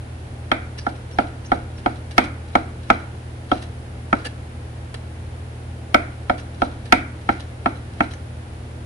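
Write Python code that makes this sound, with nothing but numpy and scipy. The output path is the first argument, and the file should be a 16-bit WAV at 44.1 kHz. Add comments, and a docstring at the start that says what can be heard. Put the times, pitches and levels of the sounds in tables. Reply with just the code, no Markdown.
"""A small kitchen, the microphone close to a thick wooden board: a refrigerator hums (sines) over a
steady rush of air (coloured noise). A cleaver slices mushrooms: in each stroke the blade rasps into the
flesh (grainy noise), knocks on the board (decaying modes and noise bursts), drags on the wood and lifts
off, with scrapes, squeaks (wavering tones) and ticks of steel in between. Where the sum passes full
scale, it overloads the recorder."""
import sys
import numpy as np
from scipy import signal
from scipy.fft import rfft, irfft, next_fast_len
from scipy.io import wavfile

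SR = 44100
rng = np.random.default_rng(int(sys.argv[2]) if len(sys.argv) > 2 else 0)


def transcribe(signal):
    """Save signal, clipped to [-1, 1], as a 16-bit WAV file at the path in sys.argv[1]."""
    frames = np.atleast_2d(signal).T
    limited = np.clip(frames, -1, 1)
    pcm = np.round(limited * 32767).astype(np.int16)
    wavfile.write(sys.argv[1], SR, pcm)


N = 390285
CUTOFF_HZ = 16000
T = np.arange(N) / SR
KNOCK_T = T[:SR // 2] - T[SR // 50]   # seconds around one contact, from 20 ms before it
KNOCK_N = len(KNOCK_T)
KNOCK_HZ = np.fft.rfftfreq(KNOCK_N, 1 / SR)
SIDES = np.array([[.5], [-.5]])   # left and right halves of a difference between the two ports


def from_db(db):
    """Decibels to gain."""
    return 10 ** (np.asarray(db) / 20)


def rms_one(x):
    """Scale to an rms of 1."""
    return x / np.sqrt(np.mean(x ** 2) + 1e-20)


def at_hz(points, hz):
    """Read a table on a log-frequency axis."""
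    f, value = np.transpose(points)
    return np.interp(np.log(np.maximum(hz, 1)), np.log(f), value)


def noise(spectrum, likeness, size, top_hz=CUTOFF_HZ):
    """Stereo noise of a given colour and left-right likeness, rolling off above top_hz; rms 1."""
    padded = next_fast_len(size)
    hz = np.fft.rfftfreq(padded, 1 / SR)
    mid, side = rfft(rng.standard_normal((2, padded)))
    alike = np.clip(at_hz(likeness, hz), -.99, .99)
    pair = np.sqrt(1 + alike) * mid + np.sqrt(1 - alike) * side * [[1], [-1]]
    gain = from_db(at_hz(spectrum, hz)) / np.sqrt(1 + (hz / top_hz) ** 20)
    return rms_one(irfft(pair * gain, padded)[:, :size])


def dying(t60):
    """Envelope that falls 60 dB within t60 seconds of the contact, on either side of it."""
    return np.exp(-np.log(1000) * np.abs(KNOCK_T) / t60)


def swell(rise_s):
    """Envelope that is 0 until the contact and then grows towards 1."""
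    return 1 - np.exp(-np.maximum(KNOCK_T, 0) / rise_s)


def resonate(x, peaks):
    """A sound together with the resonances that it drives."""
    out = x
    for hz, width_hz, db in peaks:
        b, a = signal.iirpeak(hz, hz / width_hz, fs=SR)
        out = out + from_db(db) * signal.lfilter(b, a, x + 1e-18)
    return out


def add(out, s, sound):
    """Lay a sound into the scene with its contact at s."""
    start = round((s + KNOCK_T[0]) * SR)
    out[:, start:start + KNOCK_N] += sound


# compressor orders and mains hum: pitch_hz, level_db (rms)
HUM = [(27.1, -57), (54.2, -53), (81.3, -37), (108.3, -54.5), (120, -38), (162.6, -65), (241, -50),
       (323, -54.5), (813, -62.5)]
# colour of the moving air in the room: frequency_hz, density_db (relative, per Hz)
AIR = [(15, -9), (33, -7), (50, 4.5), (70, 7), (95, 9), (140, -0.5), (300, -4.5), (480, -5), (800, -9),
       (1150, -15), (1500, -13.5), (3200, -21.5), (7500, -32.5), (9000, -39)]
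# microphone hiss, peaking near 9600 Hz: frequency_hz, density_db (relative, per Hz)
HISS = [(6000, -22), (8500, -9.5), (9600, -2.5), (10600, -10), (11800, -25.5), (13500, -45)]
# left-right likeness of sound from all around the room: frequency_hz, likeness (-1 to 1)
ROOM_LIKENESS = [(60, 0.975), (100, 0.98), (180, 0.93), (300, 0.91), (520, 0.4), (890, 0.04), (1520, -0.32),
                 (2600, -0.0)]
AIR_DB, HISS_DB = -38, -59   # rms


def background():
    """Steady hum, the same at both ports, over moving air and microphone hiss."""
    hum = 0
    for hz, db in HUM:
        hum = hum + np.sqrt(2) * from_db(db) * np.sin(2 * np.pi * (hz * T + rng.random()))
    air = from_db(AIR_DB) * noise(AIR, ROOM_LIKENESS, size=N, top_hz=10100)
    hiss = from_db(HISS_DB) * noise(HISS, ROOM_LIKENESS, size=N)
    return hum + air + hiss


def grains(per_s, spread_db):
    """Uneven gain of fibres snapping one after another; rms 1."""
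    unevenness = np.interp(T * per_s, np.arange(N), rng.standard_normal(N))
    return rms_one(from_db(spread_db * unevenness))


def crackles(per_s=220, spread_db=3.0, low_hz=2500, high_hz=6300):
    """Single fibres part with tiny, soft-edged clicks: random impulses through a band-pass; rms 1."""
    happens = rng.random(N) < per_s / SR
    strength = from_db(spread_db * np.clip(rng.standard_normal(N), -2, 2))
    clicks = happens * strength * rng.choice([-1, 1], N)
    band = signal.butter(6, [low_hz, high_hz], "band", fs=SR, output="sos")
    return rms_one(signal.sosfilt(band, clicks + 1e-18))


# colour of parting flesh: frequency_hz, density_db (relative, per Hz)
FLESH = [(200, 5), (900, 10.5), (2000, -3), (3300, 12.5), (4300, -1), (5400, -7), (7000, -20.5),
         (9600, 4.5), (10800, -11), (12000, -43), (15000, -51)]
# narrow peaks in the rasp of parting flesh: pitch_hz, width_hz, level_db
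FLESH_PEAKS = [(1950, 340, 5), (4010, 69, 16), (5500, 150, 14), (6200, 370, 6)]
# colour of steel rubbing on wood: frequency_hz, density_db (relative, per Hz)
WOOD = [(200, -32), (480, 8), (1100, -3), (1750, 5.5), (2400, -6.5), (3400, -6), (4500, -9), (7000, -12.5),
        (9800, -4.5), (11500, -26), (14000, -51)]
# resonances of the blade as it drags on wood: pitch_hz, width_hz, level_db (before ring_db)
BLADE = [(490, 69, 5), (1744, 89, 9), (2320, 77, 9), (2810, 170, 15.5), (3270, 86, -1), (3930, 84, 3),
         (4560, 100, 18)]
# likeness of the close sounds, which reach the two ports out of step in the middle range:
# frequency_hz, likeness (-1 to 1)
CLOSE_LIKENESS = [(100, 0.85), (300, 0.96), (700, 0.19), (1400, -0.48), (2300, 0.12), (4000, -0.17),
                  (10000, -0.019)]


def rasps(passes, ring_db, flesh_db=-6.0, wood_db=0.0, crackle_db=-12):
    """Fibres snap in quick clumps as the blade passes; on wood the rub is darker and rings the blade."""
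    flesh, wood = np.zeros(N), np.zeros(N)
    for s, db, rise_s, fall_s, on_wood_db in passes:
        near = slice(max(int(s * SR) - SR // 4, 0), int(s * SR) + SR // 4)
        t = T[near] - s
        rise = np.exp(-.5 * (t / rise_s) ** 2)
        fall = np.exp(-np.abs(t) / fall_s)
        envelope = from_db(db) * np.where(t < 0, rise, fall)
        flesh[near] += envelope
        wood[near] += envelope * from_db(on_wood_db)
    snaps = grains(per_s=1500, spread_db=5) * grains(per_s=350, spread_db=2.5)
    cut = from_db(flesh_db) * flesh * snaps * noise(FLESH, CLOSE_LIKENESS, size=N)
    rub = from_db(wood_db) * wood * snaps * noise(WOOD, CLOSE_LIKENESS, size=N)
    grit = from_db(crackle_db) * flesh * crackles()
    ringing_blade = [(hz, width_hz, db + ring_db) for hz, width_hz, db in BLADE]
    return grit + resonate(cut, FLESH_PEAKS) + resonate(rub, ringing_blade)


# strokes of the cleaver, close to the microphone: knock_s, force_db, knock_pitch_factor,
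# nine colours of the knock: thump_db, knock_db, upper_knock_db, hollow_ring_db, blade_clack_db,
# edge_bite_db, clink_db, crunch_db, crisp_top_db,
# then room_db and the three rubs: entry_db, drag_db, lift_db (before the gains in rasps)
STROKES = [(0.5159, 1, 0.91, -0.5, -0.5, -2.5, 1.5, 0.5, 4.5, 3.5, 5.5, 7.5, 1, -60, -59, -62),
           (0.866, -7, 0.93, 4, 0, 6, -5, 1.5, -6, -14, -4, 3, 0, -36, -50, -49),
           (1.186, 0.5, 0.93, 1.5, 3, 3, -2, -1, -6, 2.5, 1, 2, 0.5, -46, -43, -54),
           (1.5176, 3.5, 0.95, -0.5, -1.5, -1, -3, -3.5, -6.5, -12, -6, -3, -0.5, -47.5, -43.5, -64),
           (1.86, -2, 0.97, 3.5, 0.5, 5, 1.5, -1.5, -2.5, -2, -3, 2, -1.5, -43.5, -45.5, -46),
           (2.18, 4, 0.93, 3, 0.5, 2, 5, -0.5, 5.5, 8.5, 7.5, 12.5, 0, -40.5, -46, -59),
           (2.553, 3.5, 0.93, 2, 1.5, 1, 3.5, -2.5, -1, -2, -1.5, 3.5, -2, -48, -44.5, -60),
           (2.901, 4, 0.88, 2, 0, 5, 4.5, 2.5, 2.5, 4.5, 2, -6, -2, -49, -40.5, -48),
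           (3.516, 2.5, 0.99, 1, 1.5, -3, -1, -4.5, -12, -1, -0.5, -1.5, -2.5, -58, -38.5, -37.5),
           (4.1281, 1.3, 0.88, 2.5, -2, -1.5, 4, 2, -2, 2.5, -5.5, -7, -3.5, -60, -44.5, -52),
           (5.9441, 7, 0.925, -1.5, 2, -5.5, 1.5, -0.5, 2.5, 4.5, 0, 8, -1.5, -60, -49, -56),
           (6.297, 2.5, 0.98, -1, 3, -4, -5, -3.5, -3.5, -7, -4, -2, -2, -55, -51, -44),
           (6.6188, 0.5, 0.93, 2, 1.5, 0, -1.5, -2.5, -12.5, -3, -2, 1, 0.5, -50, -41, -48),
           (6.9233, 4.5, 0.98, 4, 0.5, 1.5, 1.5, 3, 8.5, 12, 7.5, 15, -0.5, -41, -45, -59),
           (7.29, -2, 0.93, 4, 0.5, 5.5, -3, 3, 3.5, 2.5, 0, 0, -1.5, -50, -41, -37),
           (7.659, -2.5, 0.93, 4, 0, 5, 4, 0, -2, 4, -2, 0, -0.5, -59, -47.5, -47),
           (8.0052, 0, 0.89, 3.5, -3, 5, -1.5, 1.5, 1, 5.5, -4, -2, -2, -49, -41.5, -41)]
# shape of each rub: rise_s, fall_s, wood_db (offset of the rub on wood, before the gains in rasps)
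ENTRY = (0.0041, 0.012, -4)
DRAG = (0.027, 0.038, -8.5)
LIFT = (0.0055, 0.016, -16)
# the blade enters before the knock, closer to it when the stroke is harder
ENTRY_LEAD_S, ENTRY_SHORTER_S_PER_DB = 0.071, .0014
DRAG_LAG_S = 0.024
# a longer pull over the board ends later and louder than the usual lift
LIFT_LAG_S, LIFT_USUAL_DB, LIFT_LATER_S_PER_DB = 0.101, -45, .0015


def stroke_rasps():
    """Every stroke rubs three times, on entry, drag and lift; mushroom damps the ringing blade."""
    passes = []
    for s, force_db, *_, entry_db, drag_db, lift_db in STROKES:
        entry_s = s - ENTRY_LEAD_S + ENTRY_SHORTER_S_PER_DB * force_db
        lift_s = s + LIFT_LAG_S + LIFT_LATER_S_PER_DB * (lift_db - LIFT_USUAL_DB)
        passes.append((entry_s, entry_db, *ENTRY))
        passes.append((s + DRAG_LAG_S, drag_db, *DRAG))
        passes.append((lift_s, lift_db, *LIFT))
    return rasps(passes, ring_db=-2.5)


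# colour of the crunch and bite: frequency_hz, density_db (relative, per Hz)
CRACK = [(40, -24), (150, -49), (400, -5.5), (1400, 10), (2200, 3), (3000, -7), (5000, -26), (7000, -50),
         (9800, -26), (12500, -72)]


def crack(level_db=-14, t60=0.043, rise_s=0.00024, crunch_db=-17, crunch_t60=0.011):
    """The edge crunches through the last flesh, then bites the wood: a burst too dense for single modes."""
    crunch = from_db(crunch_db) * dying(crunch_t60) * (KNOCK_T < 0)
    bite = dying(t60) * swell(rise_s)
    return from_db(level_db) * noise(CRACK, CLOSE_LIKENESS, size=KNOCK_N) * (crunch + bite)


# the steel edge snapping onto bare wood: frequency_hz, density_db (relative, per Hz)
SNAP = [(2500, -22), (4000, -15), (5300, 12.5), (6500, -7), (8000, -5.5), (10000, -8), (13000, -44)]


def snap(level_db=-32.0, t60=0.0088, rise_s=0.00067, likeness=1.0):
    """A very short, bright tick of steel at the instant of contact."""
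    tick = noise(SNAP, [(CUTOFF_HZ, likeness)], size=KNOCK_N)
    return from_db(level_db) * tick * dying(t60) * swell(rise_s)


# modes of board and cleaver, the last few weak but ringing on:
# pitch_hz, level_db (before the blow's colour), t60_s, left_minus_right_db, left_lead_rad
MODES_OF_BOARD = [(53.5, -25, 0.071, -2.5, 1), (204.6, -18.5, 0.058, -0.5, 0.5),
                  (248, -19.5, 0.069, -2.5, 6.5), (284, -19, 0.12, 0.5, 0.67), (349.3, -22.5, 0.076, 8, 6),
                  (482.5, -33, 0.17, -3, 0.7), (569, -23.5, .075, -15, 3), (630.5, -22.5, 0.14, 2.5, 2.53),
                  (689, -18.5, 0.066, 2.5, -1.3), (746, -18, 0.088, -12.5, -.5),
                  (806.3, -15.5, 0.068, -4, -1.5), (867, -30.5, .085, 9, -6),
                  (936.5, -17.5, 0.083, 0.5, -4), (1073, -37.5, 0.044, -9.5, -7.5),
                  (1223, -11, 0.036, -2.5, -2.5), (1311, -13.5, 0.056, -2.5, 0.42),
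                  (1370, -11.5, 0.049, -3.5, 4.5), (1432, -16.5, 0.05, 1.5, 4.5),
                  (1504, -23, 0.064, 13.5, -1.6), (1660, -20, 0.02, -3.5, 2),
                  (1823, -22.5, .033, -9.5, -1.5), (1942, -29, 0.029, 10, -1), (2062, -20, 0.046, -5, 3),
                  (2145, -20.5, 0.034, -8.5, 3), (2222, -20, 0.042, -3.5, 1.35),
                  (2496, -26.5, 0.016, -16, 1), (3216, -26.5, 0.023, 21, 3),
                  (3840, -32.5, 0.033, 2.5, 10.5), (4204, -26, 0.019, 4, 2.5), (5220, -35, 0.01, 12, -2.5),
                  (222.7, -44, 0.41, -2, -0.5), (737, -33, 0.22, -14, 0.5), (1370, -37.5, 0.33, -10, 2.5),
                  (1510, -51, 0.24, 6, 1), (2240, -45, .31, -5, -1), (2345, -54, 0.26, -2, -0.5)]


def board(colour, knock_pitch, knock_hz, reach_hz=70, scatter_db=1.5, detune=0.00574,
          contact_s=0.00045, whole_board_hz=420):
    """A blow rings every mode by its own path to each port; the pressing blade retunes those near the knock."""
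    out = 0
    for k, (hz, db, t60, pan_db, lead) in enumerate(MODES_OF_BOARD):
        strength, shift = rng.standard_normal(2)
        pitch = knock_pitch ** np.exp(-((hz - knock_hz) / reach_hz) ** 2)
        phase = 2 * np.pi * hz * pitch * (1 + detune * shift) * KNOCK_T + lead * SIDES
        gain = from_db(db + at_hz(colour, hz) + scatter_db * strength + pan_db * SIDES)
        # below whole_board_hz all modes share one sign before their leads; above it the sign alternates
        sign = -1 if hz < whole_board_hz else (-1) ** k
        out = out + sign * gain * np.sin(phase) * dying(t60)
    return out * swell(contact_s)


# the kitchen's answer to a knock: frequency_hz, density_db (relative, per Hz)
ECHO = [(30, 1.5), (130, -15.5), (290, 8), (450, -8.5), (620, -3), (740, 1), (1050, -15), (1440, -0.5),
        (1750, -14.5), (2050, -8), (2380, -7), (2750, -31), (3200, -17), (5000, -32.5), (7000, -44),
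        (9800, -37), (13000, -78)]
# how long that answer lasts: frequency_hz, t60_s
ECHO_T60 = [(60, 0.45), (300, 0.36), (750, 0.41), (1400, 0.51), (2300, 0.39), (4000, 0.25), (10000, 0.28)]


def kitchen(level_db=-27, build_s=0.0051):
    """Diffuse reflections build up, then die away at each frequency band's own pace."""
    wash = rfft(noise(ECHO, ROOM_LIKENESS, size=KNOCK_N))
    centres, t60s = np.transpose(ECHO_T60)
    out = 0
    for share, t60 in zip(np.eye(len(centres)), t60s):
        weight = at_hz(np.column_stack([centres, share]), KNOCK_HZ)   # overlapping bands, adding up to 1
        out = out + irfft(wash * weight, KNOCK_N) * dying(t60)
    return from_db(level_db) * out * swell(build_s)


def tinted(x, colour):
    """A sound as coloured by one blow."""
    return irfft(rfft(x) * from_db(at_hz(colour, KNOCK_HZ)), KNOCK_N)


def chops(thump_hz=330, knock_hz=705, upper_knock_hz=800, hollow_hz=1210, clack_hz=1370,
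          edge_hz=2200, clink_hz=2650, crunch_hz=3300, crisp_hz=5200, moved_db=-3):
    """A stroke cushioned by mushroom is dull, one on bare wood bright; the spot struck favours some modes."""
    out, room = np.zeros((2, N + KNOCK_N)), kitchen()
    colour_hz = (thump_hz, knock_hz, upper_knock_hz, hollow_hz, clack_hz,
                 edge_hz, clink_hz, crunch_hz, crisp_hz)
    for s, force_db, knock_pitch, *colour_db, room_db, _, _, _ in STROKES:
        colour = list(zip(colour_hz, colour_db))
        # mostly the same paths, some changed by the moving hands
        echo = from_db(room_db) * (room + from_db(moved_db) * kitchen())
        knock = board(colour, knock_pitch, knock_hz) + tinted(snap() + crack() + echo, colour)
        add(out, s, from_db(force_db) * knock)
    return out[:, :N]


# the blade grinds through a tough piece or scrapes the slices aside:
# peak_s, level_db, rise_s, fall_s, wood_db (levels before the gains in rasps)
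SCRAPES = [(0.786, -38, .002, .008, -11), (0.893, -44.5, 0.0044, 0.008, -3), (2.175, -39, .004, 0.0031, -3),
           (2.245, -38.5, 0.011, .018, -6), (3.582, -42.5, 0.0088, 0.01, -7), (4.198, -48, .012, .02, -4),
           (4.253, -36, 0.0045, 0.011, 0.5), (4.264, -39, 0.005, 0.0064, 5),
           (4.947, -32, 0.0017, .005, -10), (6.305, -38, 0.0022, .005, -8),
           (6.388, -40, 0.0056, 0.013, -5.5), (7.331, -58, .005, 0.0087, -10), (8.03, -50, .006, .012, -9)]


def scrapes():
    """Extra passes of the blade through flesh and over wood, ringing it more than the strokes do."""
    return rasps(SCRAPES, ring_db=-0.5)


# wet skin squeaks against the steel: peak_s, pitch_hz (centre), level_db (before roughness), half_length_s
SQUEAKS = [(0.793, 5430, -36, 0.006), (0.798, 4860, -44, 0.015), (1.136, 5600, -47, 0.011),
           (1.461, 5550, -48, 0.008), (1.467, 6250, -49, .007), (1.78, 5370, -52, .009),
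           (2.115, 5650, -49, 0.0037), (6.395, 5700, -52, .012), (8.137, 6200, -50, .009)]


def squeaks(waver=0.061, wavers_per_s=900, rough_db=3, catches_per_s=260, broken_db=4.0):
    """Wet skin sticks and slips: a brief, high tone of unsteady pitch, made uneven as the skin catches."""
    out = np.zeros((2, N + KNOCK_N))
    for s, hz, db, half_s in SQUEAKS:
        slip, grip, catch = (
            np.interp((KNOCK_T - KNOCK_T[0]) * rate, np.arange(KNOCK_N), rng.standard_normal(KNOCK_N))
            for rate in (wavers_per_s, wavers_per_s, catches_per_s))
        phase = 2 * np.pi * np.cumsum(hz * (1 + waver * slip)) / SR + np.pi / 2 * SIDES
        gain = from_db(db + rough_db * grip + broken_db * np.tanh(2 * catch))
        envelope = np.exp(-.5 * (KNOCK_T / half_s) ** 2)
        add(out, s, gain * envelope * np.sin(phase))
    return out[:, :N]


def with_walls(x, level_db=-11, t60=.28, build_s=.003):
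    """A small, bright sound together with its faint reflections from the hard walls."""
    tail = rng.standard_normal((2, KNOCK_N)) * dying(t60) * swell(build_s)
    tail = tail[:, KNOCK_T >= 0] / np.sqrt(np.sum(tail ** 2) / 2)
    return x + from_db(level_db) * signal.fftconvolve(x, tail, axes=1)[:, :N]


# the free blade ticks against the board as it lifts, skips sideways or is set down:
# contact_s, level_db (relative), board_db (weight on the board)
TICKS = [(1.283, -45, -11), (3.626, -34.5, -11), (3.639, -41, -11), (4.247, -36, -3), (4.253, -28, -2),
         (4.2605, -34, 0), (4.268, -28.5, -10), (4.9419, -29.5, -2), (6.398, -41, -11), (7.405, -43, -11),
         (8.136, -34, -11)]


def ticks(t60=0.026, rise_s=0.00018, ring_db=-5.0, room_db=6):
    """A light touch of steel: a short click that rings the blade and stirs the board and the room."""
    out = np.zeros((2, N + KNOCK_N))
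    ringing_blade = [(hz, width_hz, db + ring_db) for hz, width_hz, db in BLADE]
    for s, db, board_db in TICKS:
        click = noise(WOOD, CLOSE_LIKENESS, size=KNOCK_N) * dying(t60) * swell(rise_s)
        steel = resonate(click, ringing_blade)
        wood = board([(CUTOFF_HZ, board_db)], knock_pitch=1, knock_hz=0)
        add(out, s, from_db(db) * (steel + wood + from_db(room_db) * kitchen()))
    return out[:, :N]


def scene():
    """The humming kitchen with rasps, knocks, scrapes, squeaks and ticks close to the microphone."""
    cutting = stroke_rasps() + scrapes() + squeaks()
    return background() + with_walls(cutting) + chops() + ticks()


def record(dry, low_cut_hz=28):
    """Anything beyond full scale clips; then the deepest bass and the top are cut."""
    clipped = np.clip(dry, -1, 1)
    low_cut = signal.butter(2, low_cut_hz, "high", fs=SR, output="sos")
    top_cut = signal.cheby2(12, 70, CUTOFF_HZ, fs=SR, output="sos")   # 70 dB down from CUTOFF_HZ up
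    return signal.sosfilt(top_cut, signal.sosfilt(low_cut, clipped))


dry = scene()
out = record(dry)
transcribe(out)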